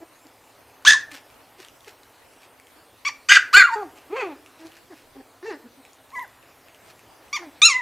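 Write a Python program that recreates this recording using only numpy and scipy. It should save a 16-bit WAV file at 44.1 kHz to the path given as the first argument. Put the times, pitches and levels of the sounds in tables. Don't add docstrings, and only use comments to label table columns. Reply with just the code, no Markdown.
import sys
import numpy as np
from scipy import signal
from scipy.fft import rfft, irfft, next_fast_len
from scipy.io import wavfile
from scipy.ndimage import uniform_filter1d, minimum_filter1d, map_coordinates

SR = 44100
rng = np.random.default_rng(int(sys.argv[2]) if len(sys.argv) > 2 else 0)


def makeup_ratio(level_db):
    decades = np.asarray(level_db, float) / 20
    return 10 ** decades


def materialize(psi):
    bounded = np.clip(np.atleast_2d(psi).T, -1, 1)
    quanta = np.round(bounded * 32767).astype(np.int16)
    wavfile.write(sys.argv[1], SR, quanta)


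N = 344421
LONGEST = SR * 2 // 5
MID_TO_SIDES = np.array([[1], [-1]])


def unit(x):
    return x / np.sqrt(np.mean(x ** 2) + 1e-20)


def along(points, hz):
    f, v = np.transpose(points)
    return np.interp(np.log(hz + 1), np.log(f + 1), v)


def bell(t, at, half):
    return np.exp(-((t - at) / half) ** 2)


def wobble(rate):
    knots = rng.standard_normal(int(N * rate / SR) + 4)
    return map_coordinates(knots, [np.arange(N) * rate / SR])


def flutter(rate, t, count=1):
    knots = rng.standard_normal((count, int(LONGEST * rate / SR) + 4))
    at = (t - t[0]) * rate
    whole = at.astype(int)
    ease = .5 - .5 * np.cos(np.pi * (at - whole))
    return knots[:, whole] * (1 - ease) + knots[:, whole + 1] * ease


def coloured(x, spectrum):
    m = next_fast_len(x.shape[-1] + 8192)
    gain = makeup_ratio(along(spectrum, np.fft.rfftfreq(m, 1 / SR)))
    return irfft(rfft(x, m) * gain, m)[..., :x.shape[-1]]


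def spans(tables, fade_s):
    for table in tables:
        s, *cols = np.transpose(table)
        first = max(round(s[0] * SR), 0)
        t = np.arange(first, min(round(s[-1] * SR), N, first + LONGEST)) / SR
        gate = np.clip(np.minimum(t - t[0], s[-1] - t) / fade_s, 0, 1)
        curves = [uniform_filter1d(np.interp(t, s, c), size=220, mode="nearest") for c in cols]
        yield first, t, curves, gate


# (time [s], pitch [Hz], effort [dB], mouth opening [dB])
BARK_CALLS = [
    [(.849, 1006, -31.5, 9), (.866, 1570, -17, -2), (.882, 1741, -0.5, -7.5), (.906, 1750, -4, -10),
     (.936, 1686, -17, -5.5), (.944, 1640, -32.5, -3.5)],
    [(3.286, 1075, -27.5, 9), (3.3, 1552, -15.5, -2.5), (3.316, 1590, -9.5, -2), (3.321, 1640, -3.5, -5.5),
     (3.345, 1494, -15.5, 4), (3.357, 1599, -9, -4), (3.374, 1528, -14, -9), (3.38, 1269, -29.5, -5),
     (3.39, 1114, -51, 6.5)],
    [(3.528, 967, -33.5, 4), (3.544, 1419, -9, -7.5), (3.58, 1625, -6, -16), (3.605, 1538, -10, -14),
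     (3.658, 1386, -10.5, -29), (3.67, 1221, -32.5, -22.5), (3.71, 891.6, -30, -23.5),
     (3.742, 928.5, -22, -16), (3.762, 876, -39.5, -23.5)],
]
# (time [s], pitch [Hz], effort [dB], mouth opening [dB])
RASP_CALLS = [
    [(.936, 1180, -30, -6.5), (.948, 1067, -26.5, -4), (.96, 922, -37.5, -7.5)],
    [(3.594, 2365, -30.5, -30), (3.604, 2266, -12.5, -33), (3.62, 1950, -14, -30),
     (3.634, 1815, -23.5, -28)],
]
# (frequency [Hz], level [dB])
BARK_THROATS = [
    [(900, -29), (1500, -11), (2400, -17.5), (3200, -16.5), (3700, -8), (4200, -17.5), (4650, -12),
     (5600, -19), (6300, -8.5), (7100, -20), (9000, -27.5), (15000, -58)],
    [(900, -35.5), (1500, -4), (2200, -9), (2900, -9), (3500, -12.5), (4100, -21), (4800, -13.5),
     (5600, -18.5), (6400, -15), (7700, -22.5), (10000, -38.5), (15000, -47.5)],
    [(900, -34.5), (1500, -5.5), (2100, -8.5), (2800, -15.5), (3500, -16), (4400, -9.5), (5000, -15),
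     (5800, -22.5), (7200, -15), (8500, -28), (10500, -30), (15000, -43)],
]
QUARTER_STEPS = [1, 2, 3, 5, 6, 7, 9, 11, 18]
QUARTER_LEVELS = [
    [-36, -32, -15, -11, -6, -20, -16, -9, -30],
    [-39, -35, -17.5, -4, -10, -14.5, -14, -20.5, -31],
    [-33.5, -32, -12, -12, -6, -22, -16, -9.5, -17.5],
]


def barks():
    low, hoarse, fade_s = (0.26, -2, 0.55), 2.6, .003
    out = voice(RASP_CALLS, BARK_THROATS[0], low, usual=.3, hoarse=hoarse, breath_db=0, pop_db=-30, fade_s=fade_s)
    for call, throat, lines_db in zip(BARK_CALLS, BARK_THROATS, QUARTER_LEVELS):
        lines = list(zip(np.divide(QUARTER_STEPS, 4), lines_db))
        out += voice([call], throat, low, lines, usual=.54, hoarse=hoarse, breath_db=5.5, pop_db=-7, fade_s=fade_s)
    return out


# (time [s], pitch [Hz], effort [dB], mouth opening [dB])
SQUEAL_CALLS = [
    [(7.617, 1129, -19.5, 5), (7.632, 1250, -13.5, 4.5), (7.657, 1388, -17.5, 12.5),
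     (7.674, 1340, -16.5, 7.5), (7.69, 1215, -13, -2.5), (7.708, 1106, -20, 2.5),
     (7.735, 984.6, -30.5, -1.5), (7.773, 1030, -29, -20), (7.81, 958.5, -31, -39)],
]
# (frequency [Hz], level [dB])
SQUEAL_THROAT = [(900, -22.5), (2400, -3.5), (3200, -13), (3800, 3), (4400, -8.5), (5100, -14.5),
                 (5900, -12), (6800, -7), (7600, -20.5), (9700, -29.5), (11500, -54.5)]
# (time [s], pitch [Hz], effort [dB], mouth opening [dB])
WHIMPER_CALLS = [
    [(6.115, 875, -64, -19), (6.14, 1102, -32.5, -28), (6.152, 1151, -32, -29), (6.156, 1004, -32, -25),
     (6.18, 997, -34, -26), (6.197, 979, -33, -31), (6.201, 1081, -33, -30), (6.222, 1000, -33.5, -24),
     (6.256, 724, -49, -18)],
]
# (frequency [Hz], level [dB])
WHIMPER_THROAT = [(900, 3), (2400, -3), (3200, -5), (4000, -10), (6000, -4.5), (12500, -13), (15000, -45)]
# (multiple of the pitch [1], level [dB])
WHIMPER_SIDE = [(.68, -23), (1.68, -12)]
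# (time [s], pitch [Hz], effort [dB], mouth opening [dB])
YIP_CALLS = [
    [(3.049, 1060, -31, -5.5), (3.057, 1112, -27.5, -4), (3.076, 1183, -25, -1), (3.086, 1118, -25, 0.5),
     (3.096, 861, -29.5, -20), (3.102, 830, -49.5, -6.5)],
    [(7.328, 1116, -23.5, -5.5), (7.352, 1210, -25, -5.5), (7.367, 1084, -27.5, 1), (7.382, 910, -35, -19)],
]
# (frequency [Hz], level [dB])
YIP_THROAT = [(900, -36.5), (2400, -4), (3500, -21), (4600, -20), (5800, -16.5), (7000, -24), (8200, -34),
              (15000, -57.5)]


def squeals():
    clean = dict(hoarse=1.2, breath_db=1.5, pop_db=0)
    out = voice(SQUEAL_CALLS, SQUEAL_THROAT, (-8, 0.099, .05), usual=.04, fade_s=.002, **clean)
    out += voice(WHIMPER_CALLS, WHIMPER_THROAT, (-3.6, -0.72, 0.013), WHIMPER_SIDE, usual=.07, fade_s=.002, **clean)
    return out + voice(YIP_CALLS, YIP_THROAT, (-7, 0.12, 0.046), usual=.12, fade_s=.003, **clean)


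# (time [s], pitch [Hz], effort [dB], mouth opening [dB])
WHINE_CALLS = [
    [(4.097, 270.3, -48.5, -4), (4.128, 398.4, -28, -12.5), (4.155, 461, -29.5, -15),
     (4.167, 546.4, -31.5, 1.5), (4.192, 523, -31.5, -2), (4.21, 500, -34.5, 8.5), (4.23, 417, -31.5, -2),
     (4.284, 332.4, -35.5, -6.5), (4.326, 279, -38, -2.5), (4.37, 258, -64, -11)],
    [(5.426, 351, -38, -5.5), (5.437, 358.5, -39.5, -10.5), (5.465, 456.5, -37, -1.5),
     (5.495, 441, -35.5, -5), (5.527, 328.2, -36, -2), (5.55, 283.5, -36.5, -6.5), (5.575, 283, -49, -18)],
    [(7.388, 372.6, -46.5, 8.5), (7.416, 341.7, -42.5, -9), (7.43, 352.5, -40, -0.5),
     (7.5, 260.5, -48.5, -20)],
]
# (frequency [Hz], level [dB])
WHINE_THROAT = [(250, -42), (800, 11), (1300, 1), (1500, -9), (2000, -6), (2500, -1.5), (2900, -16),
                (3400, -13.5), (3800, -23), (4500, -17), (5200, -34), (6500, -27), (9000, -39),
                (15000, -78)]
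# (multiple of the pitch [1], level [dB])
WHINE_HALVES = [(1.5, -22), (2.5, -8), (3.5, -10), (4.5, -5), (5.5, -16)]
# (frequency [Hz], level [dB])
HOARSE_THROAT = [(250, -68.5), (800, 12.5), (1300, -4.5), (1800, 5), (2550, -12.5), (3200, -18),
                 (4200, -11.5), (6000, -17), (9000, -26), (15000, -79)]
# (time [s], pitch [Hz], effort [dB], mouth opening [dB])
SOB_CALLS = [
    [(3.755, 419, -34, -4.5), (3.799, 425.4, -36.5, -4.5), (3.831, 382, -36.5, -1.5),
     (3.871, 286.4, -44, -55), (3.89, 271, -56.5, -4)],
]


def whines():
    low, hoarse = (0.11, -9, 0.075), 1.5
    out = voice(WHINE_CALLS[:1], WHINE_THROAT, low, WHINE_HALVES,
                usual=.13, hoarse=hoarse, breath_db=2, pop_db=-3, fade_s=.003)
    out += voice(WHINE_CALLS[1:], HOARSE_THROAT, low,
                 usual=.11, hoarse=hoarse, breath_db=4, pop_db=-3, fade_s=.003)
    return out + voice(SOB_CALLS, WHINE_THROAT, (.1, 5.5, 0.61),
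                       usual=.1, hoarse=hoarse, breath_db=4, pop_db=-15, fade_s=.005)


def grunt(s, length, first_hz, last_hz, db):
    share = np.array([0, 0.72, 1])
    effort_db = db + np.array([-7.5, 0, -8.5])
    mouth_db = -13 + 0.27 * (effort_db + 47.5)
    hz = first_hz + np.array([0, 0.7, 1]) * (last_hz - first_hz)
    return np.transpose([s + share * length, hz, effort_db, mouth_db])


# (start [s], length [s], first pitch [Hz], last pitch [Hz], peak effort [dB])
GRUNT_EVENTS = [(.004, 0.041, 323, 336, -42), (0.245, 0.028, 308, 283.6, -47.5),
                (1.116, 0.048, 322.1, 242.2, -45.5), (1.585, 0.029, 430, 319, -46),
                (1.868, 0.023, 472, 370, -41), (2.762, 0.036, 304, 310, -57),
                (4.592, 0.094, 317.6, 336.6, -42), (4.898, 0.05, 415.5, 264.4, -39),
                (5.15, 0.072, 274, 261.7, -43), (5.148, .028, 370, 428, -47),
                (5.196, 0.0242, 510, 332, -46.5), (6.432, .022, 324.5, 312.4, -51),
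                (5.632, 0.052, 235, 243.7, -46), (5.771, 0.05, 281, 250, -50)]


def grunts():
    return voice([grunt(*row) for row in GRUNT_EVENTS], HOARSE_THROAT, (0.11, 1.5, 0.83),
                 usual=.16, hoarse=.82, breath_db=8.5, pop_db=-15, fade_s=.009)


# (from [s], to [s], roughness [0-1], every-4th-cycle pattern [0-1])
SPELLS = [(.84, .893, .33, 0), (.893, .94, .48, 0), (7.678, 7.76, .09, 0), (.94, .97, .12, 0),
          (7.366, 7.39, .3, 0), (3.04, 3.11, .26, 0), (3.28, 3.298, .3, 0), (3.298, 3.338, .32, .8),
          (3.338, 3.38, .4, .6), (6.156, 6.198, .1, 1), (3.52, 3.54, .32, 0), (3.54, 3.561, .26, 0),
          (3.561, 3.597, .19, 1), (3.597, 3.632, .4, .35), (3.632, 3.9, .1, 0), (4.08, 4.158, .07, 0),
          (4.158, 4.185, .26, .6), (4.185, 4.2, .18, .3), (4.2, 4.225, .2, .7), (7.385, 7.51, .27, 0),
          (5.45, 5.466, .35, 0)]


def folds(t, usual):
    state = np.array([usual + 0 * t, 0 * t])
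    for start, end, rough, pattern in SPELLS:
        state[:, (t >= start) & (t < end)] = [[rough], [pattern]]
    return uniform_filter1d(state, size=400, axis=1, mode="nearest")


def torn(x):
    z = signal.stft(x, nperseg=128)[2]
    field = rng.standard_normal((65, LONGEST // 64 + 3))
    field = unit(uniform_filter1d(uniform_filter1d(field, size=2, axis=0), size=7, axis=1))
    depth_db = 5
    return signal.istft(z * makeup_ratio(depth_db * field[:, :z.shape[1]]), nperseg=128)[1][:len(x)]


# (time [s], level [dB], half width [s])
TONGUE = [(.882, 1.5, 0.012), (.915, -6, 0.0087), (3.297, 9, 0.0036), (3.35, -17, 0.033), (3.547, 11, 0.02),
          (3.59, -13, 0.077), (3.66, -2, 0.032), (4.22, 10, 0.046), (6.14, -17.5, 0.013), (6.21, -8, 0.007),
          (7.34, -5, 0.024), (7.66, 4.5, 0.015), (7.78, 5.5, 0.059), (3.075, 4.5, 0.028)]
# (time [s], half width [s], frequency [Hz], half width [octaves], level [dB])
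JAW = [(.89, .04, 4800, .12, -4), (.9, .04, 6200, .12, -13), (.915, .02, 3420, .12, -13),
       (3.075, .03, 4580, 0.092, 3.5), (3.075, 0.035, 6500, 0.13, -3), (3.29, 0.009, 1200, .3, -4),
       (3.29, .01, 7000, .6, 4), (3.315, 0.0066, 3700, 0.13, 6), (3.535, 0.023, 11000, 0.6, -28),
       (3.545, .015, 4840, 0.13, 17), (3.675, 0.03, 2000, .35, 5), (3.8, .05, 2900, 0.55, -22),
       (3.8, .05, 1250, 0.18, 5.5), (5.44, 0.013, 820, .2, -13), (5.445, .025, 1120, .15, 4),
       (5.49, .04, 2750, 0.095, 15), (5.52, .03, 1200, 0.12, 4.5), (7.345, 0.031, 8100, .3, -10),
       (.88, .012, 4300, 0.25, 4.5), (7.64, .015, 3900, .12, 2.5), (4.2, .02, 2550, .1, 3),
       (7.375, 0.017, 11500, .1, 13.5), (6.232, .022, 12500, .06, 24), (6.18, 0.032, 6600, .08, 12),
       (4.2, 0.049, 3700, 0.27, -5), (7.625, .012, 4750, 0.11, -16.5), (7.66, 0.015, 8200, .08, -1.5),
       (7.715, 0.045, 3820, 0.24, -23), (7.73, 0.038, 4760, .1, 12), (7.71, .02, 6640, .08, -7)]
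# (time [s], depth [dB], half width [s])
CATCHES = [(.872, 4, .003), (.8965, 22, .006), (.908, 4, .0015), (.917, 18, .0035), (.929, 13, .003),
           (.948, 5, .003), (3.315, 5, .003), (3.327, 7, .002), (3.334, 6, .002), (3.343, 6, .005),
           (3.365, 4, .003), (3.381, 8, .004), (3.591, 6, .004), (3.633, 22, .004), (3.664, 16, .004),
           (7.646, 7, .004), (7.68, 10, .0025), (7.694, 7, .0037), (4.122, 6, .004)]


def voice(calls, throat, low, lines=((1, -99),), *, usual, hoarse, breath_db, pop_db, fade_s):
    first_over_db, octave_over_db, mouth_share = low
    out = np.zeros(N)
    multiple, under_db = np.transpose(lines)[..., None]
    k = np.arange(1, 19)[:, None]
    for first, t, (hz, effort_db, mouth_db), gate in spans(calls, fade_s):
        db, upper_db = effort_db + first_over_db, effort_db + mouth_db
        octave_db = effort_db + octave_over_db + mouth_share * mouth_db
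        octave_db = octave_db + sum(swell_db * bell(t, at, half) for at, swell_db, half in TONGUE)
        rough, pattern = folds(t, usual)
        hz = hz * (1 + .004 * flutter(60, t)[0] + .07 * rough * flutter(420, t)[0])
        turn = 2 * np.pi * np.cumsum(hz) / SR

        size = makeup_ratio(along(throat, k * hz)) * (k * hz < 15200)
        clear = (1 - rough) ** hoarse
        size[2:] *= makeup_ratio(upper_db) * clear / np.sqrt(np.sum(size[2:] ** 2, axis=0))
        size[0], size[1] = makeup_ratio(db), makeup_ratio(octave_db) * np.sqrt(clear)
        for at, half, centre, wide, jaw_db in JAW:
            if t[0] - 2 * half < at < t[-1] + 2 * half:
                size *= makeup_ratio(jaw_db * bell(t, at, half) * bell(np.log2(k * hz / centre), 0, wide))

        waver = flutter(80, t, count=len(k))
        shimmer = makeup_ratio((2.2 + 4 * rough) * waver)
        slip = .07 * k * hz.mean() / 1000 * waver[::-1]
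        phase = k * turn + slip + 2 * np.pi * rng.random(k.shape)
        tone = np.sum(size * shimmer * np.sin(phase), axis=0)
        if pattern.any():
            tone += pattern * makeup_ratio(db) * np.sum(makeup_ratio(under_db) * np.sin(multiple * (turn + 1)), axis=0)

        puffs = torn(rng.standard_normal(LONGEST)[:len(t)]) * (1 + 1.8 * np.cos(turn))
        leak = makeup_ratio(breath_db) * rough + makeup_ratio(pop_db - 60 * (t - t[0]) / .02)
        breath = unit(coloured(puffs, throat)) * leak * np.hypot(makeup_ratio(octave_db), makeup_ratio(upper_db))

        catch_db = sum(depth_db * bell(t, at, half) for at, depth_db, half in CATCHES)
        breath *= makeup_ratio(.35 * catch_db)
        swing = gate * makeup_ratio(-catch_db) * makeup_ratio(3 * rough * flutter(110, t)[0])
        out[first:first + len(t)] += swing * (np.sqrt(2) * tone + breath)
    return out


# (time [s], peak level [dB], ring frequency [Hz])
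CLAW_TICKS = [(0.2689, -43, 4920), (0.4407, -51, 2483), (0.6984, -51, 2540), (0.8241, -41.5, 1498),
              (1.1154, -33, 2368), (1.3016, -43, 2278), (1.3429, -48.5, 3204), (1.602, -40.5, 4560),
              (1.6488, -36.5, 3170), (1.685, -38, 2956), (1.8073, -44.5, 3530), (1.8464, -42, 3076),
              (1.8813, -35.5, 2538), (2.0335, -43.5, 3950), (2.3356, -48, 2260), (2.599, -39.5, 2200),
              (2.6702, -43, 3227), (3.9576, -53.5, 2774), (3.9802, -46, 2730), (4.4618, -38.5, 2695),
              (4.7199, -41, 2890), (5.8515, -38, 2450), (5.9326, -43, 6850), (6.1045, -44, 4060),
              (6.1943, -39.5, 3480), (6.279, -45.5, 12000), (6.428, -47, 2500), (6.6842, -40.5, 2620),
              (6.7467, -40.5, 3010), (6.9931, -43, 2454), (7.2823, -47, 2850)]


def claws():
    out, t = np.zeros(N + SR), np.arange(SR // 50) / SR
    decay = makeup_ratio(-60 * t / .006)
    for s, db, hz in CLAW_TICKS:
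        ring = decay * np.sin(2 * np.pi * hz * t)
        grit = rng.standard_normal(len(t) + 3)
        snap = .35 * decay * (grit[3:] - grit[:-3])
        out[round(s * SR):][:len(t)] += makeup_ratio(db + 3) * (ring + snap)
    return out[:N]


# (start [s], rise [s], fall [s], peak level [dB])
PAW_DRAGS = [(1.1, .052, 0.049, -38), (1.575, 0.03, .09, -44.5), (1.85, 0.035, .04, -44),
             (2.4, .036, 0.04, -49.5), (3.95, 0.015, .09, -50.5), (4.58, 0.025, .03, -49.5),
             (4.64, 0.026, 0.027, -47.5), (4.7, .07, 0.027, -50), (4.92, 0.036, 0.153, -52.5),
             (6.84, .07, 0.016, -49)]
# (frequency [Hz], level [dB per Hz])
PAD_SPECTRUM = [(350, -44), (600, -30), (765, -34), (1000, -5.5), (2540, -1.5), (3460, -5.5), (5180, -7.5),
                (7750, -13.5), (12800, -19), (15000, -21.5)]


def shuffle():
    out = np.zeros(N)
    drags = [[(s, db - 14), (s + rise, db), (s + rise + fall, db - 17)] for s, rise, fall, db in PAW_DRAGS]
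    for first, t, (db,), gate in spans(drags, fade_s=0.011):
        grit = rng.standard_normal(LONGEST)[:len(t)] * makeup_ratio(4.7 * flutter(600, t)[0])
        out[first:first + len(t)] += makeup_ratio(db - 2.5) * gate * unit(coloured(grit, PAD_SPECTRUM))
    return out


# (frequency [Hz], time to fall 60 dB [s])
WALL_DECAY = [(200, 0.88), (1100, 0.32), (1480, 0.35), (1720, 0.41), (2100, .29), (3500, .24), (5000, .26),
              (12000, 0.21)]
# (time [s], level [dB])
BOX_ECHOES = [(.0021, -22.5), (.0048, -10), (.0083, -13), (0.013, -6), (.019, -11.5), (.027, -19.5)]
# (frequency [Hz], level [dB])
ROOM_WIDTH = [(200, -26.5), (1500, -27.5), (4000, -20), (12000, -4.5)]


def room(x):
    hz, t, z = signal.stft(rng.standard_normal((2, SR // 2)), SR, nperseg=256)
    tail = signal.istft(z * makeup_ratio(-60 * t / along(WALL_DECAY, hz)[:, None]), SR, nperseg=256)[1]
    tail /= np.linalg.norm(tail[0])
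    mid, side = signal.fftconvolve(np.pad(x, (180, 0))[None], tail, axes=1)[:, :N]
    early = sum(makeup_ratio(db + 4) * np.pad(x, (round(s * SR), 0))[:N] for s, db in BOX_ECHOES)
    return mid + early + MID_TO_SIDES * coloured(side, ROOM_WIDTH)


# (frequency [Hz], level [dB])
BEDDING = [(300, -5), (1750, -0.5), (2050, 3.5), (2700, 4), (3500, 0), (4200, 1.5), (5000, 2.5),
           (8000, 3.5), (14000, 3)]


def through_bedding(x):
    depth_s, rate = .00012, 45
    at = np.arange(N) + depth_s * SR * wobble(rate)
    return coloured(np.array([np.interp(at, np.arange(N), side) for side in x]), BEDDING)


# (time [s], half width [s], level [dB])
THUMP_EVENTS = [
    (.884, 0.008, -40.5),
    (.91, .01, -41.5),
    (3.56, .01, -39.5),
    (3.608, 0.014, -40.5),
    (5.13, .1, -60),
]
# (frequency [Hz], level [dB per Hz])
THUMP_SPECTRUM = [(12, -20.5), (30, 3), (110, -5), (250, -13), (500, -25), (1000, -60)]


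def thumps():
    t = np.arange(N) / SR
    swell = sum(makeup_ratio(db) * bell(t, at, half) for at, half, db in THUMP_EVENTS)
    return swell * unit(coloured(rng.standard_normal(N), THUMP_SPECTRUM))


def patchy(spectrum, patchy_db, side_db):
    z = signal.stft(rng.standard_normal((2, N)), nperseg=512)[2]
    field = uniform_filter1d(uniform_filter1d(rng.standard_normal(z.shape[1:]), size=6, axis=0), size=12, axis=1)
    noise = signal.istft(z * makeup_ratio(patchy_db * unit(field)), nperseg=512)[1][:, :N]
    mid, side = coloured(noise, spectrum)
    return unit(mid) + MID_TO_SIDES * makeup_ratio(side_db) * unit(side)


# (time [s], level [dB])
RESTLESSNESS = [(0, -1), (0.802, 0.5), (1.397, 1), (3, -0.5), (4, 2.5), (5.2, -2), (6.9, 1), (7.81, 1.5)]
# (frequency [Hz], level [dB per Hz])
MURMUR_SPECTRUM = [(12, -38.5), (20, -9), (27, -12.5), (69, -2.5), (107, -2), (129, -2.5), (147, -5.5),
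                   (209, -8), (264, -5), (484, -3), (784, -2.5), (1170, -6), (3000, -13), (3900, -43.5),
                   (6600, -120)]
# (frequency [Hz], level [dB per Hz])
HISS_SPECTRUM = [(1940, -33), (3300, -2), (5920, -7), (6850, -7.5), (13400, -8), (15100, -10)]


def air():
    restless_db = np.interp(np.arange(N) / SR, *np.transpose(RESTLESSNESS))
    murmur_db = -55 + restless_db + 0.41 * wobble(4.7)
    hiss_db = -59.5 + .4 * restless_db + 0.34 * wobble(8.3)
    murmur = makeup_ratio(murmur_db) * patchy(MURMUR_SPECTRUM, patchy_db=1.6, side_db=-15)
    return murmur + makeup_ratio(hiss_db) * patchy(HISS_SPECTRUM, patchy_db=2.6, side_db=-14.5)


# (frequency [Hz], unsteadiness [knots per s], level [dB])
HUM_LINES = [(110, 8.8, -70), (267, 30, -71)]


def hum():
    turn = 2 * np.pi * np.arange(N) / SR
    return sum(makeup_ratio(db) * (wobble(rate) * np.sin(hz * turn) + wobble(rate) * np.cos(hz * turn))
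               for hz, rate, db in HUM_LINES)


def scene():
    harsh, clean, soft, paws = barks(), squeals(), whines() + grunts(), claws() + shuffle()
    answer = room(makeup_ratio(-12) * harsh + makeup_ratio(-15) * clean + makeup_ratio(-13.5) * soft + makeup_ratio(-12) * paws)
    direct = harsh + clean + soft + paws
    return direct + through_bedding(answer) + air() + hum() + thumps()


def top_cut(x):
    return signal.sosfilt(signal.butter(12, 15210, fs=SR, output="sos"), x)


# (frequency [Hz], level [dB])
LOW_CUT = [(20, -3), (170, -4), (280, 0)]


def record(dry):
    limit, reach = 1.5, round(.003 * SR)
    need = minimum_filter1d(limit / np.maximum(np.abs(dry).max(axis=0), limit), size=2 * reach)
    held = dry * uniform_filter1d(need, size=reach)
    clipped = coloured(held / (1 + np.abs(held / .99) ** 14) ** (1 / 14), LOW_CUT)
    mid = clipped.mean(axis=0)
    passes = uniform_filter1d(1. 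* (wobble(24) > .55), size=200)
    mix = mid + makeup_ratio(6.5) * (clipped - mid) * passes
    return top_cut(mix)


dry = scene()
out = record(dry)
materialize(out)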